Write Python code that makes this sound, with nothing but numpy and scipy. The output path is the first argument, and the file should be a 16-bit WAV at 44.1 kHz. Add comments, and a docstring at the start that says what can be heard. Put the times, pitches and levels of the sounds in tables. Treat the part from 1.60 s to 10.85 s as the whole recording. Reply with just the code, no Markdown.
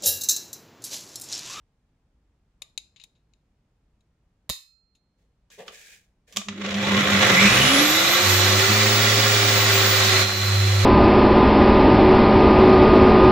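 """Wire-brushing a bolt

Locking pliers clink and snap shut on a bolt; a hand slides over an angle grinder on the bench.
The switch clacks, the motor hums and rattles up to speed through its gears, and the wire cup
brush scrubs the bolt, slowing a little under the load. A small workshop, heard from close by."""
import sys
import numpy as np
from scipy import signal
from scipy.fft import rfft, irfft, next_fast_len
from scipy.io import wavfile

SR = 44100
rng = np.random.default_rng(int(sys.argv[2]) if len(sys.argv) > 2 else 0)


def digitize_waveform(pressure):
    """Quantize a signal to 16-bit integers and store it at the path in sys.argv[1].

    Rows of a 2-D input are taken as channels; values are limited to [-1, 1].
    """
    field = np.atleast_2d(pressure).T
    bounded = np.clip(field, -1, 1)
    quanta = np.round(bounded * 32767).astype(np.int16)
    wavfile.write(sys.argv[1], SR, quanta)


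N = 407925
TIME = np.arange(N) / SR
PINION_TEETH, CROWN_TEETH = 11, 41
# rotor speed: t/s, f/Hz
ROTOR_SPEED = [(4.87, 10), (5.2, 62), (5.6, 136), (5.75, 178), (5.95, 232), (6.1, 266), (6.3, 309),
               (6.62, 361), (6.86, 368), (7.11, 393), (7.41, 404), (7.64, 404), (7.91, 398), (8.73, 373.5),
               (9.25, 373)]


def from_db(db):
    """Decibels to gain."""
    return np.exp(np.asarray(db) * (np.log(10) / 20))


def rms_one(x):
    """Scale to rms 1."""
    return x / np.sqrt(np.mean(x ** 2) + 1e-20)


def panned(pan_db):
    """Left and right gains; positive is left."""
    return from_db(np.array([[pan_db], [-pan_db]]) / 2)


def add(track, start_s, sound):
    """Mix in a short sound."""
    at = round(start_s * SR)
    track[:, at:at + sound.shape[1]] += sound[:, :N - at]


def ramp(start_s, length_s):
    """Linear rise from 0 to 1."""
    return np.clip((TIME - start_s) / length_s, 0, 1)


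def held(start_s, hold_s, attack_s, release_s):
    """Linear attack; exponential release from hold_s after the start."""
    return ramp(start_s, attack_s) * np.exp(-np.maximum(TIME - start_s - hold_s, 0) / release_s)


def bell(x, centre, width):
    """Gaussian of height 1."""
    return np.exp(-.5 * ((x - centre) / width) ** 2)


def humps(x, rows):
    """Summed bells; rows: centre, width, level/dB."""
    return sum(from_db(db) * bell(x, centre, width) for centre, width, db in rows)


def growth(rotor_hz, knee_hz, power):
    """Power law of speed, levelling off at 1 above the knee."""
    rise = (rotor_hz / knee_hz) ** power
    return rise / np.sqrt(1 + rise ** 2)


def eased(drop_db=-7.5):
    """Gain step as the bolt is eased off the brush."""
    return from_db(drop_db * ramp(start_s=8.61, length_s=0.057))


def drift(rate_hz):
    """Unit normal draws, linearly interpolated."""
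    count = int(N / SR * rate_hz) + 2
    return np.interp(np.arange(N) * rate_hz / SR, np.arange(count), rng.standard_normal(count))


def tone(cycles):
    """Sine of rms 1, random start phase."""
    phase = (cycles - np.floor(cycles) + rng.random()).astype(np.float32)
    return np.sqrt(2) * np.sin(2 * np.pi * phase)


def at_hz(points, size):
    """Curve over log frequency, read at each FFT bin."""
    hz, value = np.transpose(points)
    return np.interp(np.log(np.fft.rfftfreq(size, 1 / SR) + 1), np.log(hz), value)


def coloured(x, spectrum, size=8192):
    """Minimum-phase filter of unit power gain: the spectrum sets shape only."""
    cepstrum = irfft(np.log(from_db(at_hz(spectrum, size))))
    cepstrum[1:size // 2] *= 2
    cepstrum[size // 2 + 1:] = 0
    response = irfft(np.exp(rfft(cepstrum)))
    return signal.oaconvolve(x, response[None] / np.linalg.norm(response))[:, :N]


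def dulled(x, hz):
    """Second-order low-pass."""
    return signal.lfilter(*signal.butter(2, min(hz, .45 * SR), fs=SR), x)


def spread(pair, echo_s=.0013, echo_share=0.42, echo_top_hz=2200):
    """Unrelated pair to stereo, alike in the bass; a dull bench echo twists the phase."""
    # likeness of the ears: f/Hz, coherence
    likeness = [(60, .995), (330, .995), (380, 0.93), (700, 0.77), (1290, 0.4), (2380, 0.38), (4400, 0.04),
                (8120, 0.08), (15000, 0.13)]
    size = next_fast_len(N, True)
    hz = np.fft.rfftfreq(size, 1 / SR)
    alike = at_hz(likeness, size)
    share = echo_share / (1 + (hz / echo_top_hz) ** 2)
    mid, side = rfft(pair, size)
    echo = 1j * np.sin(2 * np.pi * hz * echo_s) * mid
    side = np.sqrt(1 - share) * side + np.sqrt(2 * share) * echo
    mid, side = mid * np.sqrt(1 + alike), side * np.sqrt(1 - alike)
    return rms_one(irfft(np.array([mid + side, mid - side]), size)[:, :N])


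def noise():
    """White stereo noise."""
    return spread(rng.standard_normal((2, N)))


def contact(decay_s):
    """Metal faces chatter briefly: a decaying noise burst."""
    t = np.arange(SR // 5) / SR
    return (rng.standard_normal(len(t)) + 0.76 * rng.standard_normal((2, len(t)))) * np.exp(-t / decay_s)


def workshop(x, wet_db, low_cut_hz=120, t60_s=0.29):
    """Add a short diffuse tail, band-limited and different at each ear."""
    t = np.arange(int(.45 * SR)) / SR
    tail = rng.standard_normal((2, len(t))) * from_db(-60 * t / t60_s) * (t > .004)
    tail = signal.lfilter(*signal.butter(2, low_cut_hz, "high", fs=SR), dulled(tail, hz=13140))
    wet = signal.oaconvolve(x.mean(0)[None], tail / np.linalg.norm(tail[0]), axes=1)[:, :N]
    return x + from_db(wet_db) * wet


def room_tone(level_db=-67, dip_db=-10):
    """Low room rumble; dips briefly after the pliers snap."""
    # rumble spectrum: f/Hz, level/dB
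    spectrum = [(12, -40.5), (20, -12), (53, 0.5), (81, -8.5), (193, -13), (410, -25), (446, -21.5),
                (499, -25.5), (1030, -30.5), (5080, -42.5), (7310, -45), (16000, -61.5)]
    dip = held(start_s=2.9, hold_s=0.21, attack_s=.1, release_s=0.24)
    return from_db(level_db + dip_db * dip) * coloured(noise(), spectrum)


def hand():
    """Skin rubs over the plastic housing in tiny slips and shudders where the grip catches."""
    # hand strokes: t/s, hold/s, rub/dB, shudder/dB
    strokes = [(3.568, .06, -81, -78.5), (3.899, 0.047, -54, -68), (3.976, 0.039, -56, -44.5),
               (4.059, 0.021, -53, -52.5), (4.114, 0.23, -51, -71), (4.667, 0.12, -60, -66)]
    # rub and hollow shudder spectra: f/Hz, level/dB
    rub_spectrum = [(530, -44), (900, -22), (1230, -28), (1680, 1), (2070, -7.5), (2450, 1), (2660, -8.5),
                    (3820, -8.5), (4360, -11), (6970, -8), (8980, -16), (9770, -17), (16000, -22)]
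    shudder_spectrum = [(59, -53.5), (100, -28), (207, -3.5), (277, -25), (461, 1), (1040, -18),
                        (1160, -14.5), (1340, -35), (1710, -12), (2060, -15), (2190, -35), (2370, -12),
                        (4000, -32.5), (5200, -44), (8800, -120)]
    rub_gain, shudder_gain, friction = 0, 0, noise()
    for start_s, hold_s, rub_db, shudder_db in strokes:
        stroke = held(start_s, hold_s, attack_s=0.019, release_s=0.044)
        rub_gain += from_db(rub_db) * stroke
        shudder_gain += from_db(shudder_db) * stroke
    rub = coloured(friction * from_db(1.8 * drift(500)), rub_spectrum)
    shudder = coloured(friction * from_db(3.0 * drift(130)), shudder_spectrum)
    return rub_gain * rub + shudder_gain * shudder


def knocks():
    """Pliers knock on the bolt, housing and switch clack, gears knock through their slack."""
    # dull knock of pliers on bolt, then housing and switch clacks: t/s, level/dB, decay/s, low-pass/Hz
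    handling = [(1.019, -37.5, 0.00254, 1900), (3.902, -53.5, 0.01, 8860), (4.08, -29.5, 0.0062, 3360),
                (4.725, -46.5, 0.014, 17000), (4.762, -30.5, 0.016, 18000), (4.770, -16.5, 0.0033, 11000),
                (4.815, -35, 0.0079, 3000)]
    # gear knocks: t/s, level/dB
    backlash = [(4.885, -23.5), (5.063, -27.5), (5.107, -28), (5.142, -23), (5.226, -24), (5.25, -26)]
    # clack spectrum: f/Hz, level/dB
    spectrum = [(90, -27.5), (200, -10), (370, -14.5), (650, -9.5), (900, -14.5), (1150, -3), (1400, -12.5),
                (2400, -5.5), (3500, -4), (4400, -10.5), (7040, -4.5), (8700, -19.5), (16000, -18.5)]
    clacks = np.zeros((2, N))
    for start_s, db, decay_s, dull_hz in handling:
        add(clacks, start_s, from_db(db) * dulled(contact(decay_s), dull_hz))
    for start_s, db in backlash:
        add(clacks, start_s, from_db(db) * dulled(contact(decay_s=0.0075), hz=4030))
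    return workshop(coloured(clacks, spectrum) * panned(-1.5), wet_db=-8.5)


def pliers(ring_trim_db=-17):
    """Each touch on the bolt ticks and rings the steel, with random mode strengths."""
    # touches: t/s, level/dB, decay/s, low-pass/Hz, relative ring/dB, pan/dB
    clinks = [(1.0198, -33, 0.0044, 15000, -14, 9), (1.1767, -27.5, 0.004, 14000, -12, 10),
              (1.361, -50.5, 0.015, 4440, -13, 9), (1.399, -48, 0.0098, 4530, -5, 11),
              (1.414, -55, 0.014, 5500, -11, 12), (1.438, -41.5, 0.0044, 18000, -24, 7),
              (1.552, -72, 0.025, 5000, -8, 6), (1.736, -56.5, 0.0027, 6000, -10, 10),
              (2.407, -72, 0.0058, 15000, -10, 3), (2.904, -36, 0.006, 15000, 14.5, -11.5),
              (3.351, -66.5, 0.014, 15000, -25, 4)]
    # tick spectrum: f/Hz, level/dB
    tick_spectrum = [(240, -72), (400, -41), (865, -28), (1140, -26), (1330, -36.5), (1760, -26.5),
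                     (2550, -9.5), (3370, -13), (3810, 0), (4380, -13.5), (5780, -19.5), (7060, -5.5),
                     (7750, -22.5), (11200, -22.5), (16000, -40)]
    # modes of the pliers: f/Hz, level/dB, t60/s
    steel = [(1330, -44.5, 2.2), (2560, -17.5, 0.45), (2790, -25, 0.26), (3220, -18.5, 0.22),
             (3700, 3, 0.26), (3850, -10.5, .2), (4136, -6, .4), (4200, -20.5, 0.74), (4204, -15.5, 1.1),
             (4527, -19.5, 0.29), (4840, -16, .4), (5050, -10.5, 0.43), (5500, -17.5, 0.38),
             (5860, -17, .3), (6520, -16, 0.42), (6560, -16, 0.31), (6790, -13.5, .28), (6860, -10, 0.1503),
             (7160, -12.5, 0.23), (7300, -14.5, 0.48), (8667, -21, .16), (11280, -21.5, .18)]
    ticks, rings = np.zeros((2, N)), np.zeros((2, N))
    t = np.arange(SR) / SR
    hz, mode_db, t60_s = np.transpose(steel)
    modes = np.sin(2 * np.pi * hz[:, None] * t) * from_db(-60 * t / t60_s[:, None])
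    for start_s, db, decay_s, dull_hz, ring_db, pan_db in clinks:
        gain = from_db(db) * panned(pan_db)
        add(ticks, start_s, gain * dulled(contact(decay_s), dull_hz))
        strengths = from_db(mode_db + 2 * rng.standard_normal((2, len(hz))))
        add(rings, start_s, gain * from_db(ring_db + ring_trim_db) * (strengths @ modes))
    return workshop(coloured(ticks, tick_spectrum), wet_db=-17) + rings


def toggle(thump_trim_db=-10):
    """The pliers snap shut and rebound: a bright crack, a low thump through the hand."""
    # toggle impacts: t/s, level/dB, decay/s
    snaps = [(2.8932, -26.5, 0.0054), (2.8987, -18, 0.0021), (2.918, -45.5, 0.0059)]
    # crack and thump spectra: f/Hz, level/dB
    crack_spectrum = [(100, -22.5), (300, -19.5), (520, -7), (800, -13), (1200, -8.5), (1560, -16.5),
                      (2000, -10.5), (2900, -19), (3750, -1.5), (4400, -12.5), (6000, -14.5), (6900, -11),
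                      (7800, -17), (11700, -15), (16000, -20)]
    thump_spectrum = [(20, -11), (48, -7.5), (90, -17.5), (200, -22.5), (600, -37), (3000, -79)]
    cracks, thumps = np.zeros((2, N)), np.zeros((2, N))
    for start_s, db, decay_s in snaps:
        add(cracks, start_s, from_db(db) * contact(decay_s))
        add(thumps, start_s, from_db(db + thump_trim_db) * contact(decay_s=0.0054)[:1])
    cracks = coloured(cracks, crack_spectrum) * panned(-2)
    return workshop(cracks, wet_db=-4.5, low_cut_hz=1600) + coloured(thumps, thump_spectrum)


def bench(rotor_hz, peak_hz=182, width_hz=75):
    """The bench rumbles most as the speed passes its resonances."""
    # rumble spectrum: f/Hz, level/dB
    spectrum = [(25, -39), (45, -49), (80, -9), (130, 0), (160, -5.5), (250, -15), (500, -43)]
    shaking = from_db(-32) * bell(rotor_hz, peak_hz, width_hz) + from_db(-44.5) * eased()
    return shaking * growth(rotor_hz, knee_hz=59, power=4.1) * coloured(noise(), spectrum)


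def motor(rotor_hz, turns, mains_hz=50, free_speed_hz=436):
    """Current hums, falling towards free speed; the unbalanced rotor shakes once a turn."""
    # low thump of the switch, then swells of motor hum: t/s, width/s, level/dB
    swells = [(4.785, 0.017, -37.5), (4.9, .02, -34.5), (5.18, 0.044, -34.5), (5.35, 0.022, -22.5),
              (5.53, 0.052, -25.5), (5.73, 0.017, -23.5), (5.86, .022, -21.5)]
    # mains harmonics: order, level/dB
    hum_orders = [(2, -17), (4, -1.5), (8, -19)]
    # mounting resonances: f/Hz, width/Hz, level/dB
    mount = [(194, 16, -24), (282, 21, -22.5), (385, 48, -30)]
    switched_on = ramp(ROTOR_SPEED[0][0], length_s=0.35)
    current = switched_on * np.maximum(1 - rotor_hz / free_speed_hz, 0)
    hum_gain = from_db(-25.5) * current + humps(TIME, swells)
    hum = sum(from_db(db + 2.2 * drift(25)) * tone(k * mains_hz * TIME + .09 * drift(30))
              for k, db in hum_orders)
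    shake_gain = humps(rotor_hz, mount) * eased() * from_db(2.0 * drift(28))
    return (hum_gain * hum + shake_gain * tone(turns + 0.061 * drift(45))) * panned(-1.2)


def brush_cup(turns, bedding_db_per_s=9.5):
    """The pressed cup shakes at the spindle rate; overtones fade as the wires bed in."""
    # bolt leaning on the cup: t/s, attack/s, hold/s, shake/dB, overtones/dB
    leans = [(5.802, 0.087, 0.26, -38.5, -31.5), (6.61, 0.075, .38, -23, -33),
             (7.079, 0.025, 1.553, -24.5, -29), (8.717, 0.28, .52, -18, -43)]
    # spindle harmonics: order, level/dB
    wobble_orders = [(2, -1.5), (3, -8), (5, -7.5)]
    spindle = turns * PINION_TEETH / CROWN_TEETH
    shake_gain, overtone_gain = 0, 0
    for start_s, attack_s, hold_s, shake_db, overtones_db in leans:
        pressure = held(start_s, hold_s, attack_s, release_s=0.079)
        bedding_db = bedding_db_per_s * np.maximum(TIME - start_s, 0)
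        shake_gain += pressure * from_db(shake_db)
        overtone_gain += pressure * from_db(overtones_db - bedding_db)
    overtones = sum(from_db(db + 4.9 * drift(15)) * tone(k * spindle) for k, db in wobble_orders)
    shake = from_db(0.45 * drift(3.2)) * tone(spindle)
    return (shake_gain * shake + overtone_gain * overtones) * panned(-0.96)


def casing(x):
    """Gear case and guard colour the sound and throw each pitch to one side."""
    # peaks and notches: f/Hz, width/Hz, level/dB
    resonances = [(476, 54, -6.5), (523, 41, 6.5), (956, 73, -4), (1090, 102, 5), (1346, 78, 2),
                  (1470, 55, 2.5), (1655, 120, -1.5), (1840, 78, 1.5), (2009, 110, 3), (2023, 88, 3),
                  (2284, 50, -1.5), (2358, 120, 4), (2620, 69, 1.5), (2864, 80, -3), (2910, 70, 7.5),
                  (3090, 80, -2), (3418, 170, 6), (3760, 150, 6), (3925, 65, 7), (4000, 50, -1.5),
                  (4190, 110, 6), (4520, 96, 0.5), (4654, 110, 1.5), (5223, 110, 6), (5690, 160, 5),
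                  (6340, 140, -5), (6570, 170, 4), (8210, 160, 6), (9420, 400, -1), (13900, 320, -2.5)]
    # radiation balance: f/Hz, left minus right/dB
    balance = [(60, -3.5), (92, -1), (140, 3), (210, -2.5), (330, -1), (500, 2.5), (770, -5), (1170, -0.5),
               (1790, -2), (2740, -1.5), (4190, -4), (6410, -7), (9810, 5.5), (15000, 0)]
    size = next_fast_len(N, True)
    grid_hz = np.arange(5, SR / 2, 5)
    colour_db = sum(db / (1 + (2 * (grid_hz - hz) / width_hz) ** 2) for hz, width_hz, db in resonances)
    ear_db = at_hz(np.c_[grid_hz, colour_db], size) + np.outer([1, -1], at_hz(balance, size)) / 2
    return irfft(rfft(x, size) * from_db(ear_db), size)[:, :N]


def gears(rotor_hz, turns, sing_s=8.3, whine_order=39, fade_db_per_s=20):
    """Teeth clatter, and sing at case resonances and late in the run, as a thin high whine fades."""
    # case resonances swept by the tooth rate: f/Hz, width/Hz, level/dB
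    mesh_resonances = [(2194, 210, -22.5), (2820, 110, -31.5)]
    # rotor harmonics: order, level/dB
    clatter_orders = [(11, -7), (12, -6), (13, -14)]
    # mesh tone and sidebands: offset/spindle rates, level/dB
    sidebands = [(0, -0.5), (0.91, -9.5), (-1, -11)]
    resonance = humps(PINION_TEETH * rotor_hz, mesh_resonances)
    clatter_gain = from_db(-32) * growth(rotor_hz, knee_hz=110, power=0.89) * eased() + resonance
    settled = held(sing_s, hold_s=0.25, attack_s=0.25, release_s=1.14)
    sing_gain = from_db(-21) * resonance + from_db(-31) * settled
    whine_db = -30 - fade_db_per_s * np.maximum(TIME - sing_s, 0) + 1.9 * drift(6.4)
    whine_gain = from_db(whine_db) * growth(rotor_hz, knee_hz=333, power=2.1)
    clatter = spread([sum(from_db(db) * drift(220) * tone(k * turns) for k, db in clatter_orders)
                      for _ in range(2)])
    mesh = PINION_TEETH * turns
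    sing = sum(from_db(db + 1.8 * drift(18)) * tone(mesh + k * mesh / CROWN_TEETH + .06 * drift(35))
               for k, db in sidebands)
    cycles = whine_order * turns + .22 * drift(80)
    whine = [from_db(3 * drift(45)) * (tone(cycles + .3 * drift(12)) + .1 * tone(cycles - turns))
             for _ in range(2)]
    return (casing(clatter_gain * clatter) + sing_gain * sing * panned(-7.5)
            + whine_gain * rms_one(np.array(whine)) * panned(-1.5))


def roar(rotor_hz, turns):
    """Gears and fan roar, brighter with speed; single knocks merge as the rotor gets faster."""
    # low- and high-speed spectra: f/Hz, level/dB
    slow_spectrum = [(150, -19.5), (260, 2.5), (520, 5), (800, -4), (1100, 0), (2000, 3.5), (2700, 0),
                     (3500, -1.5), (5000, -12.5), (7000, -11), (9000, -32), (16000, -48)]
    fast_spectrum = [(150, -15.5), (260, -5.5), (520, -1), (700, -0.5), (950, -4), (1200, 0.5), (2100, 0.5),
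                     (3100, -2), (4200, -4), (5500, -7.5), (7200, -6.5), (8700, -20.5), (16000, -25)]
    rattle_db = np.interp(rotor_hz, [40, 130, 300], [4.3, 2.3, .3])
    shaken = noise() * from_db(rattle_db * drift(140) + .5 * drift(45)) * (1 + 0.12 * tone(turns))
    fast_share = np.clip((rotor_hz - 110) / 190, 0, 1)
    slow = np.sqrt(1 - fast_share) * rms_one(coloured(shaken, slow_spectrum))
    fast = np.sqrt(fast_share) * rms_one(coloured(shaken, fast_spectrum))
    return from_db(-19.5) * growth(rotor_hz, knee_hz=97.4, power=2.02) * (slow + fast)


def wires(rotor_hz, turns, flicks_per_s=9000):
    """Wire tips flick the bolt in a stream that throbs at the spindle rate."""
    # wires catching an edge: t/s, width/s, boost/dB
    bites = [(5.99, 0.033, 2.5), (6.71, 0.052, 6.5)]
    # hiss spectrum: f/Hz, level/dB
    spectrum = [(500, -24), (2000, 3.5), (4500, -5), (7000, 4.5), (8700, -6), (11000, -4.5), (14000, -2.5),
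                (16000, -8.5)]
    bite_db = sum(db * bell(TIME, at_s, width_s) for at_s, width_s, db in bites)
    gain = from_db(-31 + bite_db) * growth(rotor_hz, knee_hz=160, power=2.4)
    spindle = turns * PINION_TEETH / CROWN_TEETH
    strengths = rng.standard_normal((2, N))
    hits = rng.random((2, N)) < flicks_per_s / SR * (1 + .35 * tone(spindle))
    return gain * coloured(rms_one(strengths * hits), spectrum) * from_db(.8 * drift(60))


def scene():
    """Handling, then the grinder, over room tone; rotor speed drives the grinder's layers."""
    rotor_hz = np.interp(TIME, *np.transpose(ROTOR_SPEED), left=0)
    turns = np.cumsum(rotor_hz * (1 + 0.00096 * drift(14))) / SR
    tones = motor(rotor_hz, turns) + brush_cup(turns) + gears(rotor_hz, turns)
    grinding = casing(eased() * (roar(rotor_hz, turns) + wires(rotor_hz, turns)))
    grinder = tones + workshop(grinding, wet_db=-8.5) + bench(rotor_hz)
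    return grinder + pliers() + toggle() + knocks() + hand() + room_tone()


def record(dry, cutoff_hz=15780):
    """Steep low-pass."""
    return signal.sosfilt(signal.ellip(12, .1, 80, cutoff_hz, fs=SR, output="sos"), dry)


dry = scene()
out = record(dry)
digitize_waveform(out)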